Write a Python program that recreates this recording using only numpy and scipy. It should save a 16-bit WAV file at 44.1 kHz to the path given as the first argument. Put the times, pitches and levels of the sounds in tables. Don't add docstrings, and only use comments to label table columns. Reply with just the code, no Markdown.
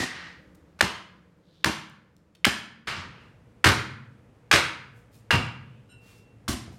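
import sys
import numpy as np
from scipy import signal
from scipy.fft import rfft, irfft, next_fast_len
from scipy.io import wavfile
from scipy.ndimage import uniform_filter1d, minimum_filter1d

SR = 44100
rng = np.random.default_rng(int(sys.argv[2]) if len(sys.argv) > 2 else 0)


def generate_wav(sig):
    pcm = np.round(np.clip(np.atleast_2d(sig).T, -1, 1) * 32767).astype(np.int16)
    wavfile.write(sys.argv[1], SR, pcm)


N = 298998
EVENT_SIZE = 2 ** 14
TIME = np.arange(N) / SR

# start in seconds, level in dB, ring pitch in Hz,
# time for the ring to fall by 60 dB in seconds.
EDGE_HITS = [(.8078, -17, 1650, .014), (1.6413, -27, 2600, .01), (2.4456, -15, 2150, .012),
             (3.6432, -18, 1500, .008), (4.5132, -16, 1700, .008), (5.3068, -20, 1500, .008),
             (6.479, -36, 1100, .012)]
# frequency in Hz, level in dB per Hz.
BONE_COLOUR = [(60, -40.5), (200, -15.5), (400, -4), (700, -8.5), (1100, -1), (1800, 0.5), (3000, -3),
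               (5000, -7.5), (8000, -17), (12000, -22), (16000, -28.5)]


def from_db(db):
    return np.exp(np.asarray(db) * (np.log(10) / 20))


def rms_one(x):
    return x / np.sqrt(np.mean(x ** 2) + 1e-20)


def unit_blow(x):
    return x * np.sqrt(.01 * SR / (np.sum(x ** 2) + 1e-20))


def at_hz(points, hz):
    known_hz, values = np.transpose(points)
    return np.interp(np.log(np.maximum(hz, 1)), np.log(known_hz), values)


def bins(size):
    return np.arange(size // 2 + 1) * SR / size


def bell(hz, centre_hz, width_hz):
    return 1 / (1 + (2 * (hz - centre_hz) / width_hz) ** 2)


def coloured(x, curve_db):
    cepstrum = irfft(np.log(from_db(curve_db)))
    half = len(cepstrum) // 2
    folded = np.r_[cepstrum[0], 2 * cepstrum[1:half], np.zeros(half)]
    return irfft(rfft(x) * np.exp(rfft(folded)))


def steady_noise(gain):
    size = next_fast_len(N, real=True)
    spectrum = rfft(rng.standard_normal(size)) * gain(bins(size))
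    return rms_one(irfft(spectrum, size)[:N])


def add(track, s, sound):
    start = max(round(s * SR), 0)
    track[start:start + len(sound)] += sound[:N - start]


def ring(hz, t60, size=EVENT_SIZE):
    t = TIME[:size]
    return np.sin(2 * np.pi * hz * t) * from_db(-60 * t / t60)


def grains(length_s, per_s, spread_db):
    t = TIME[:EVENT_SIZE]
    born = rng.random(EVENT_SIZE) < per_s / SR
    signs = rng.choice([-1, 1], EVENT_SIZE)
    extra_db = spread_db * np.minimum(rng.exponential(1, EVENT_SIZE), 3)
    return born * signs * from_db(extra_db) * np.exp(-(t / length_s) ** 4)


def knocks(second_ratio=1.4, second_db=-3.0):
    out = np.zeros(N)
    for s, level_db, hz, t60 in EDGE_HITS:
        first_tone = ring(hz, t60)
        second_tone = from_db(second_db) * ring(hz * second_ratio, t60)
        add(out, s, from_db(level_db) * unit_blow(first_tone - second_tone))
    return out


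def bites(bite_db=-10.0, bite_s=0.0058):
    out = np.zeros(N)
    bone_db = at_hz(BONE_COLOUR, bins(EVENT_SIZE))
    for s, level_db, _, _ in EDGE_HITS:
        crush = coloured(grains(bite_s, per_s=4000, spread_db=1.5), bone_db)
        add(out, s, from_db(level_db + bite_db) * unit_blow(crush))
    return out


def cracks():
    # start in seconds, level in dB, length in seconds,
    # tilt in dB per octave, ring pitch in Hz, ring boost in dB.
    breaks = [(.000, -23, .053, 4.2, 1868, 14), (.057, -29.5, .25, .5, 1935, 9),
              (.79, -43.5, .015, 0, 4000, 0), (.8091, -15, .0069, 0, 850, 7),
              (1.6446, -15.5, .004, .3, 2610, 0), (2.4505, -14, .0056, 1.2, 3100, 6),
              (2.8715, -28, .022, -1, 2600, 5), (2.878, -31.5, .14, -.3, 2000, 2),
              (3.051, -46.5, .22, -3.2, 2700, 7), (3.642, -12.5, .009, -.3, 1780, 2),
              (3.673, -20, .0057, 1, 511, 10), (4.5124, -12, .0064, -.5, 2450, 2),
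              (4.535, -17, .024, 0, 600, 6.5), (5.3075, -16.5, .0108, -1.5, 2765, 14.5),
              (6.480, -28.7, .017, 6.3, 5200, 0)]
    # frequency in Hz, width in Hz, boost in dB.
    axe_modes = [(913.5, 140, 4), (1196, 90, 4), (1527, 110, 2.5), (2925, 200, 1.5), (4144, 240, 1.5),
                 (7370, 170, 3), (8580, 370, 4.5)]
    snap_s, snap_muffle_hz, muffle_fall = .005, 18500, .32
    smothered_width_hz, narrowing_per_db = 800, .125

    out, hz = np.zeros(N), bins(EVENT_SIZE)
    axe_db = sum(db * bell(hz, centre, width) for centre, width, db in axe_modes)
    body_db = at_hz(BONE_COLOUR, hz) + axe_db
    octaves = np.log2(np.maximum(hz, 200) / 2000)
    for s, level_db, length_s, tilt_db, ring_hz, ring_db in breaks:
        muffle_hz = snap_muffle_hz * (snap_s / length_s) ** muffle_fall
        muffle_db = -10 * np.log10(1 + (hz / muffle_hz) ** 6)
        width_hz = smothered_width_hz / 2 ** (narrowing_per_db * ring_db)
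        piece_db = ring_db * bell(hz, ring_hz, width_hz)
        colour_db = body_db + muffle_db + tilt_db * octaves + piece_db
        burst = coloured(grains(length_s, per_s=9000, spread_db=5.0), colour_db)
        add(out, s, from_db(level_db) * unit_blow(burst))
    return out


def thuds(bounce_db=7.0, bounce_width=0.49):
    # start in seconds, block level in dB, hardness as a treble limit
    # in Hz, meat slap level in dB, slap length in seconds, bounce pitch in Hz.
    landings = [(.001, -38, 456, -24.5, 0.056, 295), (0.825, -27, 600, -24, 0.0342, 201),
                (1.656, -28, 494.3, -21.5, 0.0501, 348), (2.467, -33.5, 700, -19, .015, 209.6),
                (2.872, -45, 130, -33.5, 0.225, 142), (3.657, -18.5, 399, -16, 0.0291, 110.4),
                (4.530, -23.5, 566.4, -28.5, 0.0203, 348), (5.329, -25, 200, -18, 0.0297, 100),
                (6.485, -31, 101, -23, 0.0224, 79.3), (6.676, -42.5, 60, -41, 0.0306, 112)]
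    # frequency in Hz, average level in dB,
    # time to fall by 60 dB in seconds.
    block_modes = [(70, -3, 0.25), (99.8, -1, 0.097), (137, -6, 0.14), (183.3, 2.5, 0.03),
                   (258.83, -7, 0.23), (324.3, 5, 0.11), (416.7, -0.5, .06), (582.2, 1.5, 0.043)]
    # frequency in Hz, level in dB per Hz.
    slap_colour = [(40, -16.5), (90, -0.5), (250, 1), (450, -7.5), (800, -0.5), (1600, -6), (5000, -21),
                   (16000, -30.5)]

    out, bin_hz = np.zeros(N), bins(EVENT_SIZE)
    for s, block_db, hardness_hz, slap_db, slap_s, bounce_hz in landings:
        block = np.zeros(EVENT_SIZE)
        for k, (hz, db, t60) in enumerate(block_modes):
            strength = from_db(db + rng.normal(0, 1)) / np.hypot(1, hz / hardness_hz)
            block += (-1) ** k * strength * ring(hz, t60)
        softness_db = -20 * np.log10(np.hypot(1, bin_hz / hardness_hz))
        bounce_curve_db = bounce_db * bell(bin_hz, bounce_hz, bounce_width * bounce_hz)
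        meat_db = at_hz(slap_colour, bin_hz) + bounce_curve_db
        slap = coloured(grains(slap_s, per_s=5000, spread_db=2.5), meat_db + softness_db)
        add(out, s, from_db(block_db) * unit_blow(block) + from_db(slap_db) * unit_blow(slap))
    return out


def handling():
    # start in seconds, level in dB, length in seconds, centre of the band in Hz, half width in octaves.
    rustles = [(.546, -63.5, .0104, 7000, 1.77), (1.394, -56.5, .27, 3715, .32),
               (1.896, -65, .0034, 6000, 1), (2.165, -67.5, .0018, 4475, .77),
               (2.349, -58, .0094, 3000, .77), (3.17, -74, .09, 5000, .76),
               (4.924, -67.5, .068, 7000, 1.16), (5.111, -58.5, .0555, 4450, 1.96),
               (5.5, -60, .3, 2780, .2), (5.992, -54, .14, 2300, 1.45), (6.13, -63.5, .058, 4500, 1.16),
               (6.695, -62.5, .059, 6000, .89)]
    out, hz = np.zeros(N), np.maximum(bins(EVENT_SIZE), 300)
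    for s, level_db, length_s, centre_hz, octaves in rustles:
        swell = np.minimum(TIME[:EVENT_SIZE] / length_s, 1)
        crackle = swell * grains(length_s, per_s=3800, spread_db=6.0)
        band_db = 20 * np.log10(bell(np.log2(hz), np.log2(centre_hz), 2 * octaves))
        add(out, s, from_db(level_db) * unit_blow(coloured(crackle, band_db)))
    return out


def swell_and_fade(start_s, attack_s, hold_s, release_s, fade_db_per_s=26):
    t = np.maximum(TIME - start_s, 0)
    released_s = np.maximum(t - attack_s - hold_s, 0)
    return np.minimum(t / attack_s, 1) * from_db(-fade_db_per_s * t - 60 * released_s / release_s)


def squeak(squeal_hz=2722, waver_hz=12.0, squeal_db=-59, rasp_db=-57):
    # frequency in Hz, width in Hz, level in dB.
    hinge = [(1456, 50, -1), (2900, 200, -8), (3970, 160, -13), (5337, 120, -17), (7230, 130, -17),
             (8587, 45, -4), (11370, 90, -19)]
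    pitch = squeal_hz + waver_hz * steady_noise(lambda hz: bell(hz, 0, 60))
    squeal = np.sqrt(2) * np.sin(2 * np.pi * np.cumsum(pitch) / SR)
    rasp = steady_noise(lambda hz: sum(from_db(db) * bell(hz, centre, width) for centre, width, db in hinge))
    squeal_shape = swell_and_fade(start_s=5.895, attack_s=.03, hold_s=.39, release_s=.4)
    rasp_shape = swell_and_fade(start_s=5.885, attack_s=.02, hold_s=.025, release_s=.3)
    return from_db(squeal_db) * squeal_shape * squeal + from_db(rasp_db) * rasp_shape * rasp


def background(close, hum_width_hz=24.0):
    # frequency in Hz, level in dB per Hz.
    near_air = [(30, -26.5), (75, -5.5), (130, -15.5), (175, 0), (240, -18.5), (310, -9.5), (380, -20),
                (500, -13.5), (720, -26), (1500, -28), (3000, -38), (7000, -45.5), (16000, -56)]
    far_air = [(30, -23.5), (55, -3.5), (85, -5.5), (130, -5.5), (220, -6), (350, -14.5), (500, -14),
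               (700, -20), (1200, -24.5), (2500, -30), (4000, -39), (9000, -44), (16000, -55)]
    # frequency in Hz, level in dB.
    cooler = [(113, -3), (218, -23), (308, -21), (480, -15)]
    near_air_db, far_air_db = -63.5, -57.5
    near_hum_db, far_hum_db = -76, -59
    settle_db, settle_s = 13.5, 1.1

    near_level = from_db(near_air_db + settle_db * np.exp(-TIME / settle_s))
    near = near_level * steady_noise(lambda hz: from_db(at_hz(near_air, hz)))
    far = from_db(far_air_db) * steady_noise(lambda hz: from_db(at_hz(far_air, hz)))
    hum = steady_noise(lambda hz: sum(from_db(db) * bell(hz, centre, hum_width_hz) for centre, db in cooler))
    return np.where(close, near + from_db(near_hum_db) * hum, far + from_db(far_hum_db) * hum)


def echoes(x, walls):
    out = x.copy()
    for delay_s, echo_db in walls:
        add(out, delay_s, from_db(echo_db) * x)
    return out


def reverberate(x, build_s=0.0092):
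    # frequency in Hz, time to fall by 60 dB in seconds.
    room_t60 = [(70, 0.5954), (150, 1.2985), (300, .5), (700, 0.5239), (1500, 0.6339), (3000, 0.5407),
                (5500, 0.4429), (8000, 0.371), (11000, 0.4288), (16000, 0.0021)]
    # frequency in Hz, level in dB.
    room_colour = [(60, -10), (300, -3), (1500, 0), (4000, 0), (8000, 2.5), (16000, -1)]
    t, hz = TIME[:SR], bins(SR)
    white, tail = rfft(rng.standard_normal(SR)), np.zeros(SR)
    edges = np.geomspace(30, 20000, 20)
    for low, high in zip(edges, edges[1:]):
        centre = np.sqrt(low * high)
        band = irfft(white * ((hz >= low) & (hz < high)), SR)
        tail += band * from_db(at_hz(room_colour, centre) - 60 * t / at_hz(room_t60, centre))
    tail *= 1 - np.exp(-(t / build_s) ** 2)
    return signal.fftconvolve(x, tail / np.sqrt(.04 * SR))[:N]


def scene(near_wet_db=-3.0, far_wet_db=2.0, near_boom_db=-6.5, far_boom_db=0.5, knock_wet_db=-13.0, count=4):
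    # delay in seconds, level in dB.
    near_echoes = [(.016, -14.5), (0.027, -24), (0.038, -24)]
    far_echoes = [(.006, -12), (0.0133, -8), (.024, -7.5), (.031, -14.5), (0.045, -8.5)]
    close = TIME < 2.86

    knock, body = knocks(), thuds() + handling()
    work = knock + bites() + cracks() + body
    early = echoes(work * close, near_echoes) + echoes(work * ~close, far_echoes)
    wet = np.where(close, from_db(near_wet_db), from_db(far_wet_db))
    splinters = sum(reverberate(wet * cracks()) for _ in range(count)) / np.sqrt(count)
    boom_share = np.where(close, from_db(near_boom_db), from_db(far_boom_db))
    boom = reverberate(boom_share * (body + from_db(knock_wet_db) * knock))
    return (early + splinters + boom + squeak() + background(close))[None]


def record(dry, ceiling=.66, cutoff_hz=16000):
    needed = np.minimum(1, ceiling / (np.abs(dry) + 1e-9))
    gain = uniform_filter1d(minimum_filter1d(needed, size=65), size=65)
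    low_pass = signal.ellip(10, .1, 80, cutoff_hz, fs=SR, output="sos")
    return signal.sosfilt(low_pass, dry * gain)


dry = scene()
out = record(dry)
generate_wav(out)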